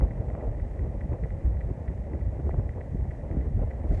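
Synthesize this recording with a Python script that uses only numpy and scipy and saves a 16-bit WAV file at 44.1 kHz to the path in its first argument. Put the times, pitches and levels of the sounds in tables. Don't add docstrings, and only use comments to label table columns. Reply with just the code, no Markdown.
import sys
import numpy as np
from scipy import signal
from scipy.fft import rfft, irfft
from scipy.io import wavfile

SR = 44100
rng = np.random.default_rng(int(sys.argv[2]) if len(sys.argv) > 2 else 0)


def unload_audio(sound):
    columns = np.transpose(np.atleast_2d(sound))
    steps = np.round(np.clip(columns, -1, 1) * 32767)
    wavfile.write(sys.argv[1], SR, steps.astype(np.int16))


N = 176400
T = np.arange(N) / SR


def amp(db):
    return 10 ** (np.asarray(db) / 20)


def unit(x):
    return x / np.sqrt(np.mean(x ** 2) + 1e-30)


def shape(spectrum, hz):
    table_hz, db = np.transpose(spectrum)
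    return amp(np.interp(np.log(hz + 1), np.log(table_hz + 1), db))


def level(curve):
    return amp(np.interp(T, *np.transpose(curve)))


def add(mix, start_s, sound):
    part = mix[max(round(start_s * SR), 0):][:len(sound)]
    part += sound[:len(part)]


def colour(x, spectrum):
    return irfft(rfft(x) * shape(spectrum, np.fft.rfftfreq(N, 1 / SR)), N)


def drift(rate_hz):
    rolloff = 1 + (np.fft.rfftfreq(N, 1 / SR) / rate_hz) ** 4
    return unit(irfft(rfft(rng.standard_normal(N)) / rolloff, N))


def noise(spectrum, churn_db, churn_hz):
    churning = rng.standard_normal(N) * amp(churn_db * drift(churn_hz))
    return unit(colour(churning, spectrum))


def wind_rumble():
    # f/Hz, level/dB
    spectrum = [(10, -30.5), (25, -13), (40, -3.5), (60, 0.5), (80, -2.5), (100, -9), (125, -7),
                (160, -14.5), (220, -19.5), (400, -33), (900, -56), (2500, -92)]
    # t/s, level/dB
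    strength = [(0, -25), (.4, -36.5), (.6, -33.5), (1.0, -31.5), (1.4, -34.5), (1.6, -33), (2.0, -32.5),
                (2.2, -31), (2.4, -34.5), (2.7, -29), (2.88, -33.5), (3.05, -27.5), (3.2, -33.5),
                (3.5, -31.5), (3.76, -31), (4, -37)]
    return level(strength) * noise(spectrum, churn_db=3.4, churn_hz=33)


def wind_buffets():
    # centre t/s, half-width/s, boom level/dB, flutter level/dB
    buffets = [(0.037, 0.033, -21.5, -34.5), (0.49, 0.044, -24.5, -43), (0.618, 0.067, -26, -45.5),
               (0.811, 0.052, -25.5, -37.5), (1.127, 0.043, -29, -41.5), (1.325, 0.035, -26.5, -46),
               (1.457, .035, -24.5, -38), (1.528, 0.093, -24.5, -41), (1.662, 0.031, -28.5, -47),
               (1.706, 0.028, -33.5, -34), (1.908, 0.016, -34, -34.5), (2.141, 0.054, -38.5, -33.5),
               (2.283, .09, -27, -58), (2.397, 0.013, -34, -33), (2.466, 0.041, -25, -34.5),
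               (2.542, 0.02, -28, -33.5), (2.591, 0.022, -20, -30), (2.993, .035, -31, -44),
               (3.323, 0.046, -33.5, -36), (3.379, 0.041, -24, -35), (3.458, 0.045, -31, -37),
               (3.533, .045, -23, -42), (3.595, 0.032, -29, -35.5), (3.653, .04, -24, -53),
               (3.85, 0.021, -25, -35), (3.918, 0.028, -20.5, -31.5), (3.978, 0.086, -26.5, -38.5)]
    # f/Hz, level/dB
    boom_spectrum = [(15, -24.5), (30, -13.5), (45, -1), (60, 2.5), (80, -5), (105, -11.5), (170, -29),
                     (400, -56), (1000, -99.5)]
    # f/Hz, level/dB
    flutter_spectrum = [(50, -29), (100, 6), (140, 2), (220, -4.5), (350, -5.5), (600, -17.5),
                        (1000, -31.5), (2000, -42), (4000, -76)]
    boom = colour(rng.standard_normal(N), boom_spectrum)
    flutter = colour(rng.standard_normal(N), flutter_spectrum)
    out = np.zeros(N)
    for centre_s, half_width_s, boom_db, flutter_db in buffets:
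        swell = np.exp(-2 * ((T - centre_s) / half_width_s) ** 2)
        for eddies, db in ((boom, boom_db), (flutter, flutter_db)):
            puff = swell * eddies
            eddy_rms = np.sqrt(np.sum(puff ** 2) / np.sum(swell ** 2))
            out += amp(db) * puff / eddy_rms
    return out


def volcano_roar():
    # f/Hz, level/dB
    spectrum = [(80, -19), (200, 0), (320, -1), (450, 0.5), (580, 3), (720, -5), (850, -7.5), (1000, -15.5),
                (1300, -23), (1700, -29.5), (2500, -35.5), (4000, -60), (9000, -94.5)]
    # t/s, relative level/dB
    surges = [(0.0, -49), (0.01, -39), (0.11, -45.5), (0.44, -39), (0.56, -46.5), (1.09, -45.5),
              (1.14, -38.5), (1.17, -46), (2.24, -46.5), (2.54, -45), (2.74, -47.5), (2.77, -40.5),
              (2.85, -48), (3.38, -45), (3.54, -51), (3.63, -39.5), (3.65, -45.5), (4.0, -43.5)]
    return amp(db=0.5) * level(surges) * noise(spectrum, churn_db=1.23, churn_hz=34.5)


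def mechanism_whir():
    # f/Hz, level/dB
    spectrum = [(800, -27), (1400, -12.5), (1700, -3.5), (1900, 1), (1990, 1.5), (2100, -3.5),
                (2400, -12.5), (2650, -15), (3200, -23), (5000, -39.5)]
    whir = noise(spectrum, churn_db=2.0, churn_hz=120)
    whine_hz = 2385 + 5 * drift(rate_hz=15)
    whine = unit(np.sin(2 * np.pi * np.cumsum(whine_hz) / SR))
    return amp(db=-65.5) * whir + amp(db=-82.5) * whine


def hiss():
    # f/Hz, level/dB
    spectrum = [(1000, -3), (3500, 0), (4900, -2), (5700, 0), (8000, -0.5), (9800, -4), (10400, -14),
                (11200, -9), (12000, -15)]
    return amp(db=-76) * noise(spectrum, churn_db=0.5, churn_hz=8)


def pops():
    # t/s, peak level/dB, mid-glide f/Hz
    events = [(.009, -28, 790), (.025, -29.5, 660), (.348, -27.5, 233), (0.351, -36, 1000),
              (.425, -31, 557), (1.119, -28, 300), (1.136, -31, 470), (1.257, -31.5, 560),
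              (2.366, -34.5, 560), (2.4931, -23, 610), (2.543, -31, 750), (2.597, -33.5, 650),
              (2.782, -33, 620), (2.945, -19, 145), (2.954, -26.5, 343), (3.053, -33, 520),
              (3.303, -31, 480), (3.368, -21.5, 170), (3.593, -31.5, 593), (3.632, -32.5, 580)]
    rise_cycles, decay_cycles, glide_depth = 0.5, 1.0, 0.51
    out, t = np.zeros(N), np.arange(SR // 10) / SR
    for start_s, peak_db, mid_hz in events:
        cycles = t * mid_hz
        decay = np.exp(-cycles / decay_cycles)
        envelope = (1 - np.exp(-(cycles / rise_cycles) ** 2)) * decay
        pitch_hz = mid_hz * (1 + glide_depth * (2 * decay - 1))
        tone = np.sin(2 * np.pi * np.cumsum(pitch_hz) / SR)
        add(out, start_s, amp(peak_db) * envelope / envelope.max() * tone)
    return out


def mechanism_ticks():
    # t/s, peak level/dB, rebound amplitude ratio
    ticks = [(.0102, -44.5, 0.1), (.1083, -45.5, 1.2), (.3015, -44.5, 0.1), (.3515, -46, 0.1),
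             (.409, -48, 1), (.5985, -45.5, 0.7), (.7085, -54, 1.1), (.7925, -43, 0.2), (1.0085, -43, 1.34),
             (1.1305, -46, 0), (1.2372, -40, 0.16), (1.247, -44.5, 0.6), (1.3052, -42, 0.15),
             (1.5705, -47, 0.1), (1.6085, -42.5, 1.03), (1.8785, -43.5, 1.25), (2.1345, -44, 0.2),
             (2.2085, -52, 1.4), (2.5085, -44, 0.9), (2.6922, -38.5, 0), (2.7365, -49, 0),
             (2.8085, -42.5, 1.16), (2.9725, -59, 0.1), (3.1085, -44, 1.3), (3.3125, -43, 0.1),
             (3.3295, -50, 0.2), (3.409, -46.5, 0.9), (3.7085, -42.5, 1.04)]
    # f/Hz, level/dB
    casing = [(300, -41), (1000, -27), (1400, -9), (1700, -3.5), (1980, 5.5), (2150, -4), (2400, -10.5),
              (2700, -21.5), (3100, -23), (4000, -36), (5000, -39.5), (7000, -32.5), (9500, -34),
              (12000, -50)]
    rise_s, rebound_s, fft_size = 0.0002, 0.0046, 2048
    log_gain = np.log(shape(casing, abs(np.fft.fftfreq(fft_size, 1 / SR))))
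    minimum_phase = np.exp(np.conj(signal.hilbert(log_gain)))
    ring = np.fft.ifft(minimum_phase).real[:fft_size // 2]
    ring *= 1 - np.exp(-np.arange(len(ring)) / SR / rise_s)
    ring /= abs(ring).max()
    out = np.zeros(N)
    for start_s, peak_db, rebound in ticks:
        add(out, start_s, amp(peak_db) * ring)
        add(out, start_s + rebound_s, amp(peak_db) * rebound * ring)
    return out


def rustle():
    # f/Hz, level/dB
    spectrum = [(600, -6.5), (1300, 9.5), (2000, 22), (2800, 7), (4000, 4), (7000, 1), (10000, -4.5),
                (12000, -10.5)]
    # t/s, level/dB
    swell = [(3.8, -100), (3.86, -71), (3.908, -70), (3.925, -59), (3.96, -63), (4, -56)]
    return level(swell) * noise(spectrum, churn_db=2.5, churn_hz=150)


def scene():
    wind = wind_rumble() + wind_buffets()
    return (wind + volcano_roar() + mechanism_whir() + hiss() + pops() + mechanism_ticks() + rustle())[None]


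def record(dry):
    low_cut_hz, high_cut_hz = 28, 11650
    ratio = np.fft.rfftfreq(2 * N, 1 / SR) / low_cut_hz
    highpass = ratio ** 4 / np.sqrt(1 + ratio ** 8)
    thinned = irfft(rfft(dry, 2 * N) * highpass)[:, :N]
    lowpass = signal.firwin(511, high_cut_hz, window=("kaiser", 9), fs=SR)
    return signal.oaconvolve(thinned, lowpass[None], "same")


dry = scene()
out = record(dry)
unload_audio(out)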